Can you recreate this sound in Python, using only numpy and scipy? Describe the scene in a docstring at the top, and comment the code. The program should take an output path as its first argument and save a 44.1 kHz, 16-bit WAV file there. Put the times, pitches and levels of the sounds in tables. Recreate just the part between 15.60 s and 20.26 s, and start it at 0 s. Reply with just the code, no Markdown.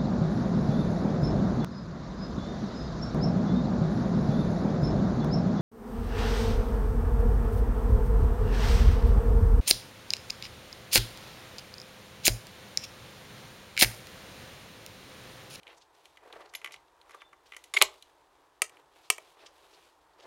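"""A hammer shotgun is loaded, closed and cocked under a wooden porch roof in quiet countryside.
Cartridges tick into the chambers, the hinge squeaks, the barrels slam home and the bolt snaps in; each hammer
clicks over its sear. Steel and wood ring as damped modes, with bursts of noise for the hard contacts.
Clothes rustle and hands slide as shaped noise; behind them lies soft air, and a far bird whistles once."""
import sys
import numpy as np
from scipy import signal
from scipy.fft import rfft, irfft, next_fast_len
from scipy.io import wavfile
from scipy.ndimage import map_coordinates

SR = 44100
rng = np.random.default_rng(int(sys.argv[2]) if len(sys.argv) > 2 else 0)


def inscribe(sig):
    """Save sig as 16-bit PCM at rate SR to the path in sys.argv[1].

    A 1-D sig is mono; a 2-D sig holds one channel per row.
    Samples are clipped to [-1, 1] before scaling.
    """
    pcm = np.round(np.clip(np.atleast_2d(sig).T, -1, 1) * 32767)
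    wavfile.write(sys.argv[1], SR, pcm.astype(np.int16))


N = 205581
T = np.arange(SR // 4) / SR  # seconds within one short sound
CLOCK = np.arange(N) / SR  # seconds within the whole scene

# Ringing of the steel action. Each row: mode in Hz, level in dB, t60 in seconds.
ACTION_MODES = [(1170, -2, .05), (1378, -7.5, .03), (1567, -11.5, .036), (1798, -10.5, .025),
                (1940, -6, .018), (2010, -4.5, .04), (2187, -4, .028), (2304, -5, .025), (2440, -2.5, .022),
                (2790, -3, .016), (2920, -4.5, .02), (3070, -4, .024), (3400, -3, .016), (3790, -4.5, .015),
                (4100, -6, .022), (4500, -8, .014)]
# Ringing of the wooden stock. Each row: mode in Hz, level in dB, t60 in seconds.
STOCK_MODES = [(393, -5, .04), (506, -7.5, .017), (635, -5.5, .04), (780, -4, .018), (867, -3.5, .03),
               (980, -5.5, .03), (1105, -3, .028)]


def amp(db):
    """Decibels to a factor on sound pressure."""
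    return 10 ** (np.asarray(db) / 20)


def unit(x):
    """Scale a steady sound to rms 1."""
    return x / np.sqrt(np.mean(x ** 2) + 1e-20)


def pulse(x):
    """Scale a transient to the energy of 4 ms at rms 1."""
    energy = np.sum(x ** 2) + 1e-20
    return x * np.sqrt(.004 * SR / energy)


def fade(t, t60):
    """Exponential decay that loses 60 dB in t60 seconds."""
    return amp(-60 * t / np.maximum(t60, 1e-3))


def onset(t, rise_s):
    """Gain that climbs from silence towards 1 with time constant rise_s."""
    return 1 - np.exp(-t / rise_s)


def swell(s, hold_s, db, rise_s, fall_s):
    """Gain that grows 20 dB in rise_s up to time s, holds, and loses 20 dB in each fall_s."""
    outside = np.maximum((s - CLOCK) / rise_s, (CLOCK - s - hold_s) / fall_s)
    return amp(db - 20 * np.clip(outside, 0, 10))


def along(points, hz):
    """Interpolate (Hz, value) points on a log frequency axis."""
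    f, v = np.transpose(points)
    return np.interp(np.log(hz + 1), np.log(f + 1), v)


def hump(hz, centre_hz, depth_db):
    """dB of a broad peak that is depth_db down one octave from its centre."""
    return -depth_db * np.log2((hz + 1) / centre_hz) ** 2


def wobble(rate, t=CLOCK):
    """A smooth random curve, rate knots a second."""
    return map_coordinates(rng.standard_normal(SR // 8), [t * rate], mode="wrap")


def filtered(x, response):
    """Apply a response given as gain against frequency."""
    m = next_fast_len(N + SR // 2)
    spectrum = rfft(x, m) * response(np.fft.rfftfreq(m, 1 / SR))
    return irfft(spectrum, m)[:N]


def noise(spectrum):
    """Noise of rms 1, coloured by (Hz, dB) points."""
    return unit(filtered(rng.standard_normal(N), lambda hz: amp(along(spectrum, hz))))


def add(track, s, sound):
    """Mix a sound in at time s."""
    part = track[round(s * SR):][:len(sound)]
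    part += sound[:len(part)]


def ring(modes, colour=np.zeros_like):
    """Damped modes; each blow lands on a new spot and excites them a little differently."""
    hz, db, t60 = np.transpose(modes)[:, :, None]
    size, shift, lag = rng.standard_normal((3, len(modes), 1))
    # neighbouring modes swing in roughly opposite directions
    phase = np.pi * np.arange(len(modes))[:, None] + .7 * lag
    # the grip shifts each mode within its own width
    shifted_hz = hz + .5 * shift / np.maximum(t60, .01)
    waves = np.sin(2 * np.pi * shifted_hz * T + phase)
    strength = amp(db + colour(hz) + 1.2 * size)
    sound = np.sum(strength * fade(T, t60) * waves, axis=0)
    return pulse(sound * onset(T, .00039))


def crack(colour, t60):
    """The crowd of short-lived overtones at a hard contact; colour gives dB at each frequency."""
    burst = rfft(rng.standard_normal(len(T)) * fade(T, t60) * onset(T, .00012))
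    # so many overtones overlap that few gaps are left between them
    even = burst / (np.abs(burst) + 1e-9) ** .55
    coloured = even * amp(colour(np.fft.rfftfreq(len(T), 1 / SR)))
    return pulse(irfft(coloured, len(T)) * fade(T, 10 * t60))


def radiate(x, corner_hz):
    """A gun is too slim to push much air below its corner frequency."""
    return signal.sosfilt(signal.butter(3, corner_hz, "high", fs=SR, output="sos"), x)


def outdoors():
    """Soft distant air and one thin bird whistle, blurred by distance."""
    # Colour of the open air. Each row: frequency in Hz, level in dB per Hz.
    air_spectrum = [(15, -41), (25, -15), (62, -4.5), (100, -17.5), (150, -10), (215, -29), (293, -7),
                    (394, -5.5), (575, -7.5), (936, -1), (1370, -10), (1840, -13.5), (2410, -23.5),
                    (7310, -28.5), (14800, -37.5), (16000, -36.5)]
    # The whistle: full strength at seconds, hold in seconds, level in dB, 20 dB rise and fall in seconds.
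    whistle_swell = (1.645, .015, -64, .13, .12)
    blur = wobble(110) + 1j * wobble(110) + 1
    whistle = unit(np.real(blur * np.exp(2j * np.pi * 3540 * CLOCK)))  # pitch in Hz
    air = amp(-65.6 + .84 * wobble(8.5)) * noise(air_spectrum)
    return swell(*whistle_swell) * whistle + air


def motion():
    """Gains of rubbing and of swishing: every arm movement swells and fades alike."""
    # Arm movements, from reaching into the pocket to shouldering the gun.
    # Each row: start in seconds, length in seconds, rubbing level in dB, swish level in dB.
    moves = [(.09, .04, -58.5, -68), (.36, .17, -72, -69.5), (.655, .04, -56.5, -69.5),
             (.73, .1, -51.5, -69), (.95, .16, -62, -69.5), (1.5, .06, -62, -68), (1.87, .22, -70.5, -68.5),
             (2.26, .09, -68, -63), (2.43, .06, -73, -70.5), (3.13, .06, -63, -71), (3.36, .1, -69, -68),
             (3.56, .14, -68, -66), (3.8, .07, -59.5, -68.5), (3.96, .31, -65.5, -66.3),
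             (4.615, .04, -57.5, -69.5)]
    rise_s, rub_fall_s, swish_fall_s = .11, .1, .19  # for 20 dB; rubbing stops sooner
    rub, swish = amp(-79), amp(-76.8)  # the clothes are never quite still
    for s, length, rub_db, swish_db in moves:
        rub = np.maximum(rub, swell(s, length, rub_db, rise_s, rub_fall_s))
        swish = np.maximum(swish, swell(s, length, swish_db, rise_s, swish_fall_s))
    return rub, swish


def clothes(rub_gain, swish_gain):
    """Cloth rubs in uneven catches: dull from the vest pocket, bright from the sleeves."""
    # Colour of the pocket's rubbing. Each row: frequency in Hz, level in dB per Hz.
    pocket_spectrum = [(120, -20), (210, -23.5), (300, -6), (420, 3), (800, -0.5), (1200, -3.5), (1900, -7),
                       (3000, -19.5), (5000, -27), (9000, -47.5)]
    # Colour of the sleeves' swish. Each row: frequency in Hz, level in dB per Hz.
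    sleeve_spectrum = [(1200, -25.5), (2300, 2.5), (3700, 2.5), (5200, -4.5), (7000, -7), (10500, -8.5),
                       (16000, -18)]
    catch = wobble(130)
    rub = unit(noise(pocket_spectrum) * amp(3.8 * catch))
    swish = unit(noise(sleeve_spectrum) * amp(catch + 2 * wobble(600)))
    return rub_gain * rub + swish_gain * swish


def chance_catches(swish_gain, count=40):
    """Faint scrapes at random moments, stronger while the arms move; rows like those of clear slides."""
    at = ((np.arange(count) + rng.random(count)) / count * (N - 1)).astype(int)
    rows = []
    for i, (size, pitch) in zip(at, rng.standard_normal((count, 2))):
        db = 20 * np.log10(swish_gain[i]) + 1 + 2.5 * size
        rows.append((i / SR, .003, db, 3650 * 2 ** (.15 * pitch)))
    return rows


def tap(body_hz, body_db, tick_db):
    """One light contact: steel body, wooden thud and a brass tick."""
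    # Colour of a cartridge's tick. Each row: frequency in Hz, level in dB.
    brass_colour = [(3000, 0), (4200, 2), (5000, -2), (6100, 2.5), (8200, -3.5), (11000, 2.5), (13000, -8),
                    (16000, -13)]
    octaves = np.log2(body_hz / 2000)
    tick_hz = 6700 * 2 ** (.008 * (tick_db + 55))  # stronger ticks are brighter
    body = ring(ACTION_MODES, colour=lambda hz: hump(hz, body_hz, depth_db=14.5))
    # brighter, harder taps shake the stock less
    thud = amp(-14 - 9 * octaves) * ring(STOCK_MODES)
    tick = crack(lambda hz: hump(hz, tick_hz, depth_db=6) + along(brass_colour, hz), t60=.034)
    return amp(body_db) * (body + thud) + amp(tick_db) * tick


def loading():
    """Light taps on the action, some rattling on; a seated rim rings the breech."""
    # Cartridges and fingers on the gun. Each row: start in seconds, body level in dB, body centre in Hz,
    # tick level in dB, number of contacts (more than one is a rattle).
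    taps = [(.0313, -54.5, 3600, -64, 1), (.0683, -47, 2700, -70, 1), (.0768, -48.5, 2850, -65, 1),
            (.455, -51.5, 3500, -58, 1), (.5714, -50, 2350, -63, 1), (.7261, -46, 4100, -59, 1),
            (.8073, -48, 900, -64, 1), (.9376, -43, 2000, -51, 1), (.9498, -34.5, 3200, -47, 1),
            (1.0155, -49, 2200, -62, 1), (1.0444, -32.5, 2200, -48, 3), (1.1086, -49.5, 2100, -68, 1),
            (1.1213, -50, 2600, -51, 1), (1.1403, -42, 2220, -54.5, 1), (1.161, -53, 3350, -65, 1),
            (1.4138, -55.5, 4600, -67, 1), (1.494, -52.5, 1600, -64, 1), (1.508, -50, 1700, -59.5, 1),
            (1.546, -42.5, 1100, -59.5, 1), (1.618, -45, 1750, -63, 1), (1.7296, -49.5, 1550, -68, 1),
            (1.9206, -41.5, 2150, -60, 2), (1.9456, -46.5, 2300, -61, 1), (1.9654, -41, 2250, -46, 1),
            (2.0399, -51, 2900, -50, 1), (2.424, -47.5, 4800, -54, 1)]
    # Cartridge rims seating in the breech. 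Each row: start in seconds, level in dB.
    seatings = [(0.952, -36.5), (1.045, -47)]
    # Ringing of the open breech. Each row: mode in Hz, level in dB, t60 in seconds.
    breech_modes = [(2090, 4, 0.029), (3350, -13, 0.043), (2750, -5, .03), (4020, -12, .04),
                    (4710, -4, 0.04), (8900, -13, .05), (5310, -4, 0.042), (6200, -14, 0.099),
                    (6300, -11, 0.066), (6960, -3, 0.048), (8400, -23, 0.11), (11100, -2, 0.065),
                    (11090, -6, 0.068), (11800, 5, 0.021)]
    rattle_s, rattle_loss_db = .0145, 5  # from each contact to the next
    out = np.zeros(N)
    for s, body_db, body_hz, tick_db, count in taps:
        for k in range(round(count)):
            loss = k * rattle_loss_db
            add(out, s + k * rattle_s, tap(body_hz, body_db - loss, tick_db - loss))
    for s, db in seatings:
        add(out, s, amp(db) * ring(breech_modes))
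    return radiate(out, corner_hz=258)


def scrapes(rows):
    """Short slides made of many tiny catches."""
    out, lead = np.zeros(N + len(T)), len(T) // 2
    for s, half, db, centre_hz in rows:
        grit = rng.standard_normal(len(T)) * amp(1.6 * wobble(650, T))
        gain = amp(hump(np.fft.rfftfreq(len(T), 1 / SR), centre_hz, depth_db=11.5))
        grit = unit(irfft(rfft(grit) * gain, len(T)))
        bell = np.exp(-.5 * ((T - T[lead]) / half) ** 2)
        add(out, s, amp(db) * grit * bell)
    return out[lead:][:N]  # each slide now peaks at its own s


def closing():
    """The lever trips, the barrels meet the breech and the bolt shoots home."""
    # Blows of the closing action. Each row: start in seconds, body level in dB, body centre in Hz,
    # thud level in dB, crack level in dB, t60 in seconds of the burst behind the crack.
    blows = [(2.1383, -31.5, 2650, -48, -34, .018), (2.1465, -36, 2400, -38.5, -36.5, .09),
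             (2.1678, -35, 2700, -36, -30, .075), (2.1864, -43, 3300, -42, -39, .017),
             (2.2077, -37, 2450, -48, -46.5, .025), (2.2143, -11, 2430, -23.5, -22, .026),
             (2.219, -22, 2300, -32, -31.5, .01), (2.2226, -14.5, 4400, -23, -12.7, .0105),
             (2.2315, -32, 3500, -40, -33.5, .045)]
    # The top lever's spring is jarred. Each row: start in seconds, level in dB.
    jars = [(2.1383, -27), (2.1875, -44)]
    # Ringing of that spring. Each row: mode in Hz, level in dB, t60 in seconds.
    lever_modes = [(1147, -14, 0.18), (2140, -1, 0.044), (3530, -12.5, .09), (4640, -12.5, .055),
                   (5460, -6.5, .04), (6900, -3, .06), (8100, -9.5, .048), (11000, -14.5, .11)]
    # Colour of steel striking steel. Each row: frequency in Hz, level in dB.
    edge_colour = [(3000, 1), (4200, 4.5), (5500, -6.5), (7200, 0.5), (9000, -4), (11200, 0.5),
                   (13000, -7.5), (16000, -11)]
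    out = np.zeros(N)
    for s, body_db, body_hz, thud_db, crack_db, t60 in blows:
        crack_hz = 1.75 * body_hz
        snap = crack(lambda hz: hump(hz, crack_hz, depth_db=4.5) + along(edge_colour, hz), t60)
        body = ring(ACTION_MODES, colour=lambda hz: hump(hz, body_hz, depth_db=8))
        thud = ring(STOCK_MODES)
        add(out, s, amp(body_db) * body + amp(thud_db) * thud + amp(crack_db) * snap)
    for s, db in jars:
        add(out, s, amp(db) * ring(lever_modes))
    out = radiate(out, corner_hz=385)
    # the whole gun jolts in the hands
    jolt = crack(lambda hz: hump(hz, 48, depth_db=3.5), t60=.24)
    add(out, 2.222, amp(-51.5) * jolt)
    return out


def hinge(pitch_hz=2190, overtone_hz=3080, stock_hz=405):
    """Steel sticks and slips on steel for a moment, singing roughly and shaking the stock."""
    # The one squeak: full strength at seconds, hold in seconds, level in dB, 20 dB rise and fall in seconds.
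    squeak_swell = (2.1698, .0038, -14.2, .0052, .0058)
    pitch = np.sin(2 * np.pi * pitch_hz * CLOCK + 1.1 * wobble(450))
    overtone = np.sin(2 * np.pi * overtone_hz * CLOCK + wobble(500))
    grind = unit(filtered(rng.standard_normal(N), lambda hz: amp(hump(hz, 2300, depth_db=22.5))))
    tone = pitch + amp(-12) * overtone + amp(-8) * grind
    out = swell(*squeak_swell) * unit(tone)
    shake = np.sin(2 * np.pi * stock_hz * T) * fade(T, .09) * onset(T, .003)
    add(out, 2.171, amp(-34) * shake)
    return radiate(out, corner_hz=340)


def cocking():
    """Each sear drops into its notch: the lock plate knocks the stock and the mainspring pings."""
    # Hammers dropping onto their sears and settling back. Each row: start in seconds, body level in dB,
    # thud level in dB, crack level in dB, spring pitch in Hz, spring level in dB.
    clicks = [(3.0192, -21.5, -42, -19.7, 9500, -23.5), (3.0949, -54.5, -57.5, -56, 9500, -75),
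              (3.1692, -54, -68, -70, 9500, -79), (3.5014, -20, -35, -17, 8800, -31),
              (3.5811, -40, -44, -47, 8400, -55)]
    # Ringing of hammer and lock. Each row: mode in Hz, level in dB, t60 in seconds.
    hammer_modes = [(433.5, -11, .04), (560, -14, .025), (643.6, -13, .025), (980, -6.5, .017),
                    (1262, -3.5, .032), (1940, 0, .02), (2180, -4, .027), (2340, 4.5, .02), (2560, -1, .02),
                    (2700, 0, .015), (2980, 0, .014), (3270, -9, .03)]
    # Colour of the sear's crack. Each row: frequency in Hz, level in dB.
    sear_colour = [(300, -37), (900, -9.5), (1550, -13), (2500, 7.5), (4200, -2.5), (6500, 0.5), (9000, 5),
                   (11000, -3), (13000, -5), (15500, -18)]
    out = np.zeros(N)
    for s, body_db, thud_db, crack_db, spring_hz, spring_db in clicks:
        spring = pulse(np.sin(2 * np.pi * spring_hz * T) * fade(T, .018))
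        snap = crack(lambda hz: along(sear_colour, hz), t60=.017)
        knock = amp(body_db) * ring(hammer_modes) + amp(thud_db) * ring(STOCK_MODES)
        add(out, s, amp(crack_db) * snap + amp(spring_db) * spring + knock)
    return radiate(out, corner_hz=406)


def porch(x, near_db, tail_db):
    """Posts and boards scatter the sound at once; a weak tail lingers under the roof."""
    # Decay under the roof. Each row: frequency in Hz, t60 in seconds.
    roof_decay = [(100, 0.41), (500, .36), (2500, 0.22), (7000, 0.15), (14000, 0.097)]
    # What the boards reflect. Each row: frequency in Hz, level in dB.
    wood_colour = [(100, 0), (700, 1), (2500, -5.5), (7000, 2), (10000, -9.5), (15000, -4)]
    hz, t, z = signal.stft(rng.standard_normal(SR // 2), SR, nperseg=256)
    tail = signal.istft(z * fade(t, along(roof_decay, hz)[:, None]), SR, nperseg=256)[1]
    tail = tail * onset(np.arange(len(tail)) / SR, .0057)
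    near = rng.standard_normal(len(T)) ** 3 * fade(T, .14)  # cubing makes the reflections spiky
    response = np.zeros(SR)
    add(response, .004, amp(near_db) * near / np.linalg.norm(near))
    add(response, .008, amp(tail_db) * tail / np.linalg.norm(tail))
    reflected = signal.fftconvolve(x, response)[:N]
    return x + filtered(reflected, lambda f: amp(along(wood_colour, f)))


def scene():
    """The gun and clothes sound under the porch roof, with the open air behind."""
    # The clearest slides of a hand along the gun.
    # Each row: middle in seconds, half length in seconds, level in dB, centre in Hz.
    clear_slides = [(.11, .016, -54.5, 2200), (.179, .007, -62, 5300), (.221, .008, -60, 3700),
                    (.816, .008, -58, 2400), (.86, .004, -59, 3700), (.897, .004, -60, 3900),
                    (1.137, .01, -53, 4000), (1.54, .008, -57.5, 1800), (1.612, .006, -58.5, 2600),
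                    (1.869, .007, -61.5, 3900), (3.455, .018, -65, 3800), (3.812, .022, -62, 2850),
                    (3.867, .0055, -50, 3800), (4.146, .012, -62.5, 3900), (4.604, .006, -58, 3200),
                    (4.632, .009, -61, 3600)]
    rub, swish = motion()
    slides = scrapes([*clear_slides, *chance_catches(swish)])
    handling = porch(loading() + slides + clothes(rub, swish), near_db=-13.5, tail_db=-17)
    snap = porch(closing(), near_db=-17.5, tail_db=-21)
    squeak = porch(hinge(), near_db=-21.5, tail_db=-22.5)
    hammers = porch(cocking(), near_db=-12, tail_db=-25.5)
    return (handling + snap + squeak + hammers + outdoors())[None]


def record(dry):
    """The recorder rounds off peaks near its ceiling and keeps nothing above its band limit."""
    ceiling, top_hz = .95, 15900
    rounded = dry[0] / (1 + np.abs(dry[0] / ceiling) ** 6) ** (1 / 6)
    return filtered(rounded, lambda hz: 1 / np.sqrt(1 + (hz / top_hz) ** 200))[None]


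dry = scene()
out = record(dry)
inscribe(out)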